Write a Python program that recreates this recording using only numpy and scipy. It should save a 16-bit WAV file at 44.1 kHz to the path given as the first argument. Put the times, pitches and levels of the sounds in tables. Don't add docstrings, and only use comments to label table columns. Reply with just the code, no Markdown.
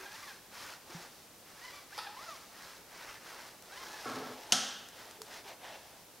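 import sys
import numpy as np
from scipy import signal
from scipy.fft import rfft, irfft, next_fast_len
from scipy.io import wavfile
from scipy.ndimage import uniform_filter1d, map_coordinates

SR = 44100
rng = np.random.default_rng(int(sys.argv[2]) if len(sys.argv) > 2 else 0)


def pcm_store(signal):
    levels = np.round(np.clip(np.atleast_2d(signal), -1, 1) * 32767)
    wavfile.write(sys.argv[1], SR, levels.astype(np.int16).T)


N = 273420


def amp(db):
    return 10 ** (np.asarray(db) / 20)


def unit(x):
    return x / np.sqrt(np.mean(x ** 2) + 1e-20)


def add(track, start_s, sound):
    track[round(start_s * SR):][:len(sound)] += sound


def along(points, hz):
    freqs, values = np.transpose(points)
    return np.interp(np.log(hz + 1), np.log(freqs), values)


def wobble(rate):
    return map_coordinates(rng.standard_normal(N // 20), [np.arange(N) * rate / SR], mode="wrap")


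def filtered(x, response):
    size = next_fast_len(N + SR // 2)
    return irfft(rfft(x, size) * response(np.fft.rfftfreq(size, 1 / SR)), size)[..., :N]


def coloured(x, spectrum):
    return unit(filtered(x, lambda hz: amp(along(spectrum, hz))))


def resonate(x, modes):
    def response(hz):
        return sum((-1) ** k * amp(db) * 1j * hz * width / (pitch ** 2 - hz ** 2 + 1j * hz * width)
                   for k, (pitch, width, db) in enumerate(modes))
    return filtered(x, response)


def snap(spectrum, size=2048):
    cepstrum = irfft(np.log(amp(along(spectrum, np.fft.rfftfreq(size, 1 / SR)))))
    cepstrum[size // 2:] = 0
    pulse = irfft(np.exp(2 * rfft(cepstrum)))
    return pulse / np.linalg.norm(pulse)


def echo(build_s=0.0028):
    # freq_hz, t60_s
    decay = [(100, 0.15), (300, 1), (800, 0.9), (3000, 0.99), (5500, 0.66), (8000, 0.6), (14000, 0.32)]
    hz, t, noise = signal.stft(rng.standard_normal(SR), SR, nperseg=256)
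    envelope = amp(-60 * t / along(decay, hz)[:, None]) * (1 - np.exp(-t / build_s))
    tail = signal.istft(noise * envelope, SR, nperseg=256)[1]
    return tail / np.linalg.norm(tail)


def garage(x, wet_db):
    return x + amp(wet_db) * signal.fftconvolve(x, echo())[:N]


def room_tone():
    # freq_hz, level_db
    spectrum = [(15, -41), (25, -8), (119, -2.5), (523, -1.5), (1800, -8.5), (2630, -9.5), (5280, -9),
                (7910, -11), (12500, -11.5), (15500, -13.5)]
    # freq_hz, correlation
    likeness = [(25, 0.31), (100, 0.79), (500, 0.86), (2000, 0.81), (5000, 0.58), (9000, 0.23),
                (14000, 0.24)]

    def mid_and_side(hz):
        angle = np.arccos(np.clip(along(likeness, hz), -1, 1)) / 2
        return amp(along(spectrum, hz)) * [np.cos(angle), np.sin(angle)]
    mid, side = filtered(rng.standard_normal((2, N)), mid_and_side)
    return amp(-56) * unit(np.array([mid + side, mid - side]))


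def friction(rate, spread_db):
    slips = (rng.random(N) < rate / SR) * rng.standard_normal(N)
    return unit(slips * amp(spread_db * rng.standard_normal(N)))


def catching(x, depth_db):
    spectrogram = signal.stft(x, nperseg=1024)[2]
    patches = uniform_filter1d(rng.standard_normal(spectrogram.shape), size=3, axis=0)
    patches = uniform_filter1d(patches, size=3, axis=1)
    return signal.istft(spectrogram * amp(depth_db * unit(patches)), nperseg=1024)[1][:N]


def stroke_gains():
    # start_s, rise_s, fall_s, rub_db, fizz_over_rub_db, body_over_rub_db
    strokes = [(-0.1, 0.098, 0.13, -50, -6, -6), (0.03, .2, 0.18, -53.5, 0, -13),
               (0.5, 0.12, 0.18, -48.5, -2.5, -9), (0.85, 0.13, 0.12, -54, 0, -1),
               (1.07, 0.05, 0.17, -67, 5, -9), (1.42, 0.14, 0.12, -59, -5, -8),
               (1.56, .11, 0.23, -56, 0, -7), (1.88, 0.11, .16, -53.5, -2.5, -12),
               (2.11, 0.14, 0.3, -55.5, 0.5, -5.5), (2.48, 0.18, 0.19, -54.5, -1.5, -5.5),
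               (2.85, 0.26, 0.095, -50, -5.5, -7), (3.189, 0.097, 0.25, -52.5, -2.5, -5.5),
               (3.33, 0.11, 0.13, -55, -3, -4.5), (3.6, 0.39, .36, -51, -1, -4),
               (4.03, 0.059, 0.47, -52, -3.5, 0), (4.27, 0.32, 0.26, -53.5, -2.5, -3.5),
               (4.91, 0.1, 0.21, -54, -4, -5.5), (5.23, 0.13, .07, -50, -3.5, -6.5),
               (5.43, 0.056, 0.076, -50, -6, -4), (5.595, 0.082, .12, -48, -10, -6),
               (5.68, 0.096, 0.3, -61, -3, -1)]
    exponents = (1.0, 0.92, 0.51)
    t, power = np.arange(N) / SR, np.zeros((3, N))
    for start, rise, fall, db, fizz_db, body_db in strokes:
        speed = np.sin(np.pi / 2 * np.interp(t, [start, start + rise, start + rise + fall], [0, 1, 0]))
        for layer, level_db, exponent in zip(power, (db, db + fizz_db, db + body_db), exponents):
            layer += (amp(level_db) * speed ** exponent) ** 2
    return np.sqrt(power)


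def pad(fresh_db=-19.5, drying_db_per_s=12):
    # freq_hz, level_db
    high_rub = [(200, -14), (450, -18), (800, -6.5), (1250, -1), (1750, -2), (2400, -6.5), (4000, -16.5),
                (9000, -28)]
    # freq_hz, level_db
    low_rub = [(250, -23), (480, -10.5), (660, 3), (850, -5), (1020, -5), (1350, -11.5), (1750, -4.5),
               (2500, -9.5), (3500, -9.5), (6000, -38)]
    # freq_hz, level_db
    wet_film = [(1200, -19), (2300, -7.5), (3300, -2.5), (4200, -0.5), (5400, 0.5), (6500, -4), (7800, -10),
                (11000, -12), (15500, -16.5)]
    # freq_hz, level_db
    fresh_pad = [(4000, -30), (7500, -2), (10000, 2), (13000, -3), (15500, -9)]
    # pitch_hz, width_hz, level_db
    tire_modes = [(218, 200, -14.5), (376, 196, -5), (543, 81, -1.5), (641, 60, -1), (875, 160, -1.5)]
    # time_s, lowness (0 to 1)
    descent = [(3.95, 0), (4.3, 0.8), (4.9, 0.24), (5.6, 0.98)]
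    t = np.arange(N) / SR
    rub_gain, fizz_gain, body_gain = stroke_gains()
    lowness = np.interp(t, *np.transpose(descent))
    grip = amp(wobble(45))
    upper, lower, film = [catching(friction(rate=9000, spread_db=3), depth_db=db)
                          for db in (2.2, 1.8, 1.3)]
    upper = np.sqrt(1 - lowness) * coloured(upper, high_rub)
    lower = np.sqrt(lowness) * coloured(lower, low_rub)
    rub = rub_gain * amp(-0.74) * grip * (upper + lower)
    fizz = fizz_gain * grip * coloured(film, wet_film)
    swish = fizz_gain * amp(fresh_db - drying_db_per_s * t) * coloured(film, fresh_pad)
    body = body_gain * amp(-1.5) * unit(resonate(friction(rate=4000, spread_db=4), tire_modes))
    return garage(rub + fizz + swish + body, wet_db=-13)


def tire_bumps(attack_s=0.0021):
    # start_s, level_db, pitch_hz, t60_s
    bumps = [(0, -50, 379, .2), (.897, -46, 344, 0.1), (0.948, -38.5, 168, 0.14),
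             (5.186, -47.5, 422, 0.091), (5.204, -43.5, 436, 0.16), (5.451, -45, 406, 0.085),
             (5.51, -53, 535, 0.085)]
    out, t = np.zeros(N + SR), np.arange(SR // 2) / SR
    for start, db, hz, t60 in bumps:
        envelope = amp(db - 60 * t / t60) * (1 - np.exp(-t / attack_s))
        add(out, start, envelope * np.sin(2 * np.pi * hz * t))
    return garage(out[:N], wet_db=-19)


def squeaks(rasp=0.021, waver=0.007):
    # start_s, length_s, first_hz, middle_hz, last_hz, relative_db, octave_over_root_db
    glides = [(.03, .1, 790, 815, 830, -63, 9), (.12, .075, 815, 940, 1160, -57, -1),
              (.19, .12, 1150, 1180, 980, -56, -7), (.225, .115, 1120, 870, 770, -60, 6),
              (1.615, .105, 920, 1000, 930, -55.5, 5), (1.7, .115, 1000, 1170, 1050, -58.5, -1),
              (1.91, .075, 660, 950, 1290, -61, 6), (2.05, .032, 880, 830, 770, -51, 1),
              (2.14, .105, 860, 1130, 1460, -50.5, -13), (2.26, .1, 1480, 1240, 1030, -48.5, -15),
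              (3.7, .075, 660, 820, 960, -59, 6), (3.755, .09, 940, 1055, 1020, -50.5, -5),
              (3.85, .19, 835, 850, 830, -60, 4)]
    # pitch_multiple, offset_db (from half the octave's dB)
    overtones = [(3, -7), (4, -9.5), (5, -10.5)]
    # half_pitch_multiple, relative_db
    half_tones = [(1, -6), (3, -10), (7, -19)]
    out = np.zeros(N + SR)
    unsteady = 1 + rasp * wobble(420) + waver * wobble(70)
    stutter = unit(amp(3.5 * wobble(130)))
    for start, length, first_hz, middle_hz, last_hz, db, octave_db in glides:
        progress = np.linspace(0, 1, round(length * SR))
        bend_hz = (middle_hz - (first_hz + last_hz) / 2) * (1 - (2 * progress - 1) ** 2)
        hz = first_hz + (last_hz - first_hz) * progress + bend_hz
        phase = 2 * np.pi * np.cumsum(hz * unsteady[round(start * SR):][:len(hz)]) / SR
        tone = np.sin(phase) + amp(octave_db) * np.sin(2 * phase)
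        tone += sum(amp(octave_db / 2 + over_db) * np.sin(k * phase) for k, over_db in overtones)
        fast = np.clip((hz - 1100) / 200, 0, 1)
        tone += fast * sum(amp(half_db) * np.sin(k * phase / 2) for k, half_db in half_tones)
        swell = np.abs(np.sin(np.pi * progress)) ** 0.27
        add(out, start, amp(db + 2) * swell * tone)
    return garage(stutter * out[:N], wet_db=-11)


def blows(contacts, t60, edge, wet_db):
    out, t = np.zeros(N + 2 * SR), np.arange(SR // 10) / SR
    envelope = amp(-60 * t / t60) + edge * np.exp(-t / 0.00099)
    for start, db in contacts:
        chatter = rng.choice([-1, 1], len(t)) * envelope
        add(out, start, amp(db) * chatter / np.linalg.norm(chatter))
        add(out, start, amp(db + wet_db) * echo())
    return out[:N]


def rim_clack():
    # start_s, relative_db
    taps = [(1.978, -28.5), (1.9865, -27.5)]
    # pitch_hz, width_hz, level_db
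    rim_modes = [(473, 42, -5.5), (835, 32, 9), (1000, 50, 2.5), (1300, 55, 4), (1800, 49, 2),
                 (2540, 450, -9), (3600, 360, -4.5), (4380, 370, -5.5), (5100, 470, -4.5), (9750, 300, -13),
                 (11700, 400, -20)]
    return amp(28) * resonate(blows(taps, t60=0.067, edge=1.3, wet_db=-3.5), rim_modes)


def ticks():
    # start_s, relative_db
    contacts = [(3.072, -44), (3.624, -40), (4.0088, -43), (4.8868, -35), (5.1108, -38), (5.218, -27.5)]
    # freq_hz, level_db
    spectrum = [(150, -27), (500, -6), (1500, -.5), (3000, -4), (5800, 4), (9000, -1), (14000, -5),
                (16000, -14)]
    clicks = blows(contacts, t60=0.022, edge=3, wet_db=-8)
    return amp(10) * signal.fftconvolve(clicks, snap(spectrum))[:N]


def seat_scrape(start_s=4.055, slide_s=0.26, slowing_db_per_s=27, stopping_db_per_s=260):
    # pitch_hz, width_hz, level_db
    frame_modes = [(120, 39, -17.5), (255.5, 16.6, 0.5), (436, 23, -1), (577, 41, -9.5), (762, 30, -6.5),
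                   (900, 41, -17), (1087, 80, -10.5), (1331, 35, -3), (1650, 89, -13), (2250, 250, -25)]
    t = np.arange(N) / SR - start_s
    level_db = -16.5 - slowing_db_per_s * np.abs(t) - stopping_db_per_s * np.maximum(t - slide_s, 0)
    judder = amp(level_db) * (t > 0) * friction(rate=12000, spread_db=1.5)
    jolt = blows([(start_s, -9)], t60=0.035, edge=1, wet_db=-4)
    return resonate(judder + jolt, frame_modes)


def knock(ring_attack_s=0.0064):
    # start_s, relative_db
    contacts = [(4.5217, -16.5), (4.523, -11), (4.5242, -22.5), (4.5279, -16.5)]
    # freq_hz, level_db
    spectrum = [(60, -25), (140, -11), (250, -9), (370, -15), (520, -13.5), (720, -3.5), (900, -15),
                (1470, -3), (2350, -12.5), (3150, -1), (4100, -6.5), (6300, 0.5), (7400, -11.5),
                (8600, -10), (10200, -14), (13000, -22), (15500, -50)]
    # pitch_hz, relative_db, t60_s
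    partials = [(155, -7, .3), (213, -5, .45), (254, -7, .5), (742, -9, .7), (808, -9, .8), (1114, -11, .7),
                (1315, -2, .6), (1400, -10, .6), (1584, -11, .8), (2794, -12, .55), (3079, -13, .85),
                (3244, -11, .8), (3441, -14, .85), (4237, -16, .7), (4727, -16, .7), (5130, -12, .7),
                (5329, -7, .4), (6518, -9, .55), (6582, -9, .55), (8479, -17, .35)]
    impact = blows(contacts, t60=0.055, edge=2, wet_db=-4.5)
    crack = amp(16) * signal.fftconvolve(impact, snap(spectrum))[:N]
    landing_s = contacts[0][0]
    ring, t = np.zeros(N + SR), np.arange(SR) / SR
    for hz, db, t60 in partials:
        envelope = amp(db - 36.5 - 60 * t / t60) * (1 - np.exp(-t / ring_attack_s))
        add(ring, landing_s, envelope * np.sin(2 * np.pi * (hz * t + rng.random())))
    return crack + ring[:N]


def scene():
    work = pad() + squeaks() + seat_scrape() + tire_bumps() + rim_clack() + ticks() + knock()
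    return work + room_tone()


def record(dry, top_hz=15800):
    return filtered(dry, lambda hz: hz < top_hz)


dry = scene()
out = record(dry)
pcm_store(out)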